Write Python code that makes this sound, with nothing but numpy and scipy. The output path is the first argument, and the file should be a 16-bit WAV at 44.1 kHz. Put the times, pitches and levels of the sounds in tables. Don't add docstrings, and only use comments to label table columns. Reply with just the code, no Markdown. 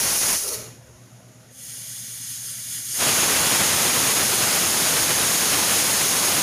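import sys
import numpy as np
from scipy import signal
from scipy.fft import rfft, irfft, next_fast_len
from scipy.io import wavfile
from scipy.ndimage import uniform_filter1d, map_coordinates

SR = 44100
rng = np.random.default_rng(int(sys.argv[2]) if len(sys.argv) > 2 else 0)


def decibels_to_gain(level_db):
    exponent = np.asarray(level_db, float) / 20
    return 10 ** exponent


def to_wav(sig):
    pcm = np.clip(np.atleast_2d(sig), -1, 1) * 32767
    pcm = np.round(pcm).astype(np.int16)
    wavfile.write(sys.argv[1], SR, pcm.T)


N = 283122

CUT_S = 1.52
SEAT_S = 0.541
STAGES = [
    .5,
    .72,
    1.5,
    1.55,
    2.96,
    3.04,
]


def unit(x):
    return x / np.sqrt(np.mean(x ** 2) + 1e-20)


def curves(rows):
    s, *cols = np.transpose(rows)
    return [np.interp(np.arange(N) / SR, s, c) for c in cols]


def wobble(rate):
    knots = rng.standard_normal(int(N * rate / SR) + 4)
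    return map_coordinates(knots, [np.arange(N) * rate / SR])


def bump(at, before, after):
    t = np.arange(N) / SR - at
    return np.exp(-(t / np.where(t < 0, before, after)) ** 2)


def filtered(x, response):
    m = next_fast_len(N + 8192)
    return irfft(rfft(x, m) * response(np.fft.rfftfreq(m, 1 / SR)), m)[..., :N]


def colour(points):
    f, db = np.transpose(points)
    return lambda hz: decibels_to_gain(np.interp(np.log(hz + 1), np.log(f + 1), db))


def resonant(modes):
    def response(f):
        total = 0
        for k, (centre, width, db) in enumerate(modes):
            damping = 1j * f * width
            total = total + (-1) ** k * decibels_to_gain(db) * damping / (centre * centre - f * f + damping)
        return total
    return response


def patchy(depth_db, bins, frames, ceiling):
    _, at, z = signal.stft(rng.standard_normal(N + 512), nperseg=512)
    field = uniform_filter1d(rng.standard_normal(z.shape), bins, 0)
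    field = uniform_filter1d(field, frames, 1)
    depth = np.interp(at, np.arange(N), depth_db + np.zeros(N))
    gain = decibels_to_gain(depth * np.minimum(unit(field), ceiling))
    return signal.istft(z * gain, nperseg=512)[1][:N]


def rough_tone(hz, scatter, rate):
    phase = 2 * np.pi * np.cumsum(hz + np.zeros(N)) / SR
    return np.sqrt(2) * np.sin(phase + scatter * wobble(rate))


def jet():
    # frequency in Hz, level in dB per Hz.
    first_blast = [(1470, -17), (2500, -13.5), (3400, -16), (4580, -8), (5670, -3), (6720, -1.5),
                   (7830, -12.5), (8920, -4), (9630, -4), (10500, 0.5), (11500, -8), (12500, -7.5),
                   (13300, -17), (14900, -9), (15600, -20)]
    leak = [(1060, -31), (1800, -8), (1900, -6), (2380, -7), (2560, -8), (2750, -7.5), (4570, -8.5),
            (6150, -3.5), (6730, 1.5), (7920, -16), (8910, -9), (9660, -9), (10800, -4.5), (11700, -11),
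            (15600, -24)]
    build_up = [(530, -70), (900, -30), (1670, -14), (2630, -12.5), (3150, -9.5), (3680, -13.5), (5080, -8),
                (5660, -10.5), (6530, 1.5), (7810, -13), (8690, -5), (11200, -4.5), (12100, -10),
                (13000, -9), (15600, -17)]
    full_blast = [(2350, -25.5), (4000, -7.5), (5930, -5.5), (6530, 1), (7790, -9.5), (8430, -7.5),
                  (8980, -8), (9840, -5), (11500, -4.5), (12400, -10.5), (14800, -10.5), (15600, -18)]
    stage = np.interp(np.arange(N) / SR, STAGES, [0, 1, 1, 2, 2, 3])
    eddies = filtered(patchy(0.65, 8, 10, ceiling=3.5), tiled)
    reflected = filtered(eddies, ridged)
    layers = [(eddies, first_blast), (eddies, leak), (reflected, build_up), (reflected, full_blast)]
    mix = 0
    for k, (noise, shape) in enumerate(layers):
        share = np.clip(1 - abs(stage - k), 0, 1)
        mix = mix + share * unit(filtered(noise, colour(shape)))
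    unsteady = 1 - .8 * np.clip(stage - 2, 0, 1)
    return mix * decibels_to_gain(unsteady * (0.44 * wobble(7.3) + 0.14 * wobble(25)))


def tiled(hz):
    # delay in seconds, level in dB.
    echoes = [(.0021, -17), (.0036, -17), (.0052, -18), (.0078, -19), (.0104, -20), (.0137, -22),
              (.0171, -24)]
    return 1 + sum(decibels_to_gain(db) * np.exp(-2j * np.pi * hz * delay) for delay, db in echoes)


def ridged(hz):
    # centre in Hz, width in Hz, gain in dB.
    ridges = [(2590, 160, -7.5), (3450, 120, 4.5), (5160, 270, 2.5), (6850, 160, 0.5), (7770, 220, -3),
              (8350, 440, 2.5), (8960, 100, -1), (9750, 350, 3.5), (10950, 180, 0.5), (11210, 210, 3.5),
              (11620, 490, -3), (12900, 370, -0.5), (14100, 220, -2), (14700, 250, -1)]
    return decibels_to_gain(sum(db * np.exp(-((hz - c) / w) ** 2) for c, w, db in ridges))


def puffs_db():
    # time in seconds, gain in dB, half length in seconds.
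    puffs = [
        (.4, 0.5, .008),
        (0.433, 2, .012),
        (0.486, 5, 0.0084),
        (0.54, 5, 0.023),
        (1.9, 0.7, 0.043),
        (2.31, 2.5, 0.055),
        (2.494, 2, 0.04),
        (2.748, 4, 0.055),
        (5.76, 1.2, .05),
    ]
    return sum(db * bump(s, half, half) for s, db, half in puffs)


def overload(steam, flow_db, drive, ultrasound, bias):
    # frequency in Hz, gain in dB.
    roar_colour = [(25, -46), (50, -12), (80, 0), (150, 4.5), (1000, 3), (3000, 2), (5500, -6), (7700, -8),
                   (10000, -5), (15000, -29)]
    # time in seconds, loss in dB.
    swings = [(.2, 14), (3.13, 0.5), (3.27, 2.5), (3.61, -1), (4.15, 3), (4.52, 1.5), (4.71, 1.5),
              (5.11, 0), (5.38, 1.5), (5.62, 1), (6.09, 2.5)]
    sink_s, snap_s = 0.024, 0.011
    knee_db = -22.5
    below_knee, above_knee = 8.6, 1.5
    roar_db = -34
    nearer_db, surge_db, surge_s = 4.5, 2.5, 0.99
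    t = np.arange(N) / SR

    unheard = unit(filtered(rng.standard_normal(N), lambda hz: hz > 16000))
    push = drive * (steam + ultrasound * unheard * decibels_to_gain(0.66 * wobble(40)))
    bent = np.tanh(push + bias)
    bent = bent - np.mean(bent) - push * np.mean(bent * push) / np.mean(push ** 2)
    roar = filtered(bent, colour(roar_colour))
    scale = np.std(filtered(roar, lambda hz: (hz > 300) & (hz < 2500)))

    over = flow_db - knee_db
    nearer = (t > CUT_S) * (nearer_db + surge_db * np.exp(-abs(t - STAGES[-1]) / surge_s))
    loss = sum(db * bump(s, sink_s, snap_s) for s, db in swings)
    level_db = roar_db + np.minimum(below_knee * over, above_knee * over) + nearer - loss
    return roar / scale * decibels_to_gain(level_db + 0.6 * wobble(40) + 0.84 * wobble(70))


def hoot():
    # time in seconds, frequency in Hz.
    pitch = [
        (.42, 415),
        (.5, 437),
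        (.56, 439.4),
        (.7, 425),
    ]
    # frequency in Hz, width in Hz, level in dB.
    stem_modes = [(437, 110, 1), (636, 44, -2), (866, 55, -12), (1340, 170, -8)]
    hoot_db, fall_db_per_s = -42.5, 77
    rise_s, hold_s, last_s = .03, .085, .19
    whistle_hz, whistle_db, whistle_s, tail_db = 4320, -35, .007, -54

    late = np.arange(N) / SR - SEAT_S
    rise = np.clip(1 + (late + hold_s) / rise_s, 0, 1)
    fall = decibels_to_gain(-fall_db_per_s * np.maximum(late, 0) + 1.3 * wobble(45))
    envelope = rise * fall * np.clip((last_s - late) / 0.044, 0, 1)
    breathy = unit(filtered(rng.standard_normal(N), resonant(stem_modes)))
    stem = rough_tone(curves(pitch)[0], 1.3, 59.9) + decibels_to_gain(2.5) * breathy
    blip = decibels_to_gain(whistle_db) * bump(SEAT_S, whistle_s, whistle_s)
    trail = decibels_to_gain(tail_db) * bump(SEAT_S, .06, 0.16)
    return decibels_to_gain(hoot_db) * envelope * stem + (blip + trail) * rough_tone(whistle_hz, 1.5, 89.7)


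def motors():
    # start in seconds, beats per second.
    slip = [(.53, 9.09), (.97, 8.22), (1.335, 9.09), (1.555, 9.76), (2.17, 10.62), (2.735, 9.3)]
    # time in seconds, peak of the swell in dB.
    hum_level = [(.52, -54), (.58, -37.5), (.78, -40), (.9, -44), (1.12, -41.5), (1.45, -43.5), (1.58, -49),
                 (1.75, -42.5), (2.9, -42)]
    # frequency in Hz, level in dB per Hz.
    casing = [(60, -120), (110, -26), (140, 4), (180, 1.5), (230, -1.5), (275, -6), (330, -23), (500, -120)]
    # frequency in Hz, level in dB, start in seconds, end in seconds.
    overtones = [
        (250, -63, 0, 7.5),
        (199, -67, 1, 6),
        (360, -64, 0.5, 1.2),
        (530, -70, 1.5, 2.15),
        (625, -66, .75, 1.53),
        (520, -67, .75, 1.1),
        (343, -62, 2.72, 2.93),
    ]
    motor_hz = 124.7
    t = np.arange(N) / SR
    since, rate = np.transpose(slip)
    current = np.maximum(np.searchsorted(since, t) - 1, 0)
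    beats = np.cumsum(rate[current]) / SR - since[0] * rate[0]
    swell = decibels_to_gain(curves(hum_level)[0] + 0.8 * wobble(9))
    phase = 2 * np.pi * motor_hz * t
    hum = 0.35 * np.sin(phase) - 0.43 * np.sin(phase - 2 * np.pi * beats)
    rattle = unit(filtered(rng.standard_normal(N), colour(casing)))
    rattle = rattle * (0.81 + abs(np.sin(np.pi * beats)))
    lines = 0
    for hz, db, start, end in overtones:
        fade = np.clip(np.minimum(t - start, end - t) / 0.049, 0, 1)
        lines = lines + decibels_to_gain(db + 2.6 * wobble(14)) * rough_tone(hz, 1.14, 25) * fade
    return swell * (hum + decibels_to_gain(-17.5) * rattle) + lines


def kitchen():
    # time in seconds, depth in dB.
    holes = [(1.48, 6), (1.56, 15)]
    # frequency in Hz, level in dB per Hz.
    flame_colour = [(82, -31), (140, -5), (145, -27), (253, -8), (276, -8.5), (362, -10.5), (612, -10),
                    (1010, -16), (1500, -16.5), (3000, -31), (3900, -67), (6600, -120)]
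    rumble_colour = [(20, -30), (40, -10), (60, 0), (90, 7), (130, -30), (220, -120)]
    t = np.arange(N) / SR
    flame = unit(filtered(patchy(curves(holes)[0], 2, 9, ceiling=0.25), colour(flame_colour)))
    rumble = unit(filtered(rng.standard_normal(N), colour(rumble_colour)))
    room_db = np.where(t < CUT_S, -55, -60.5)
    room_db = room_db + 6.5 * bump(SEAT_S, 0.15, 0.23)
    rumble_db = -57 - 9 * (t > 1)
    return decibels_to_gain(room_db) * flame + decibels_to_gain(rumble_db) * rumble


def scene():
    # time in seconds, hiss level in dB.
    flow = [(0, -22), (.29, -21), (.35, -21.5), (.4, -26), (.5, -30.5), (.6, -36), (.8, -55), (1.5, -55.5),
            (1.6, -40), (1.7, -35.5), (2.2, -34), (2.83, -32.5), (2.95, -25), (3.03, -21.5), (3.12, -21.5),
            (6.42, -21.5)]
    steam = jet()
    flow_db = curves(flow)[0]
    hiss = decibels_to_gain(flow_db + puffs_db()) * steam
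    blast = hiss + overload(steam, flow_db, drive=1.36, ultrasound=1.44, bias=-0.38)
    return np.tile(blast + hoot() + motors() + kitchen(), (2, 1))


def low_pass(x):
    return signal.sosfilt(signal.butter(12, 16530, fs=SR, output="sos"), x)


def record(dry):
    top_hz = 15490
    mix = filtered(dry, lambda hz: hz < top_hz)
    return low_pass(mix)


dry = scene()
out = record(dry)
to_wav(out)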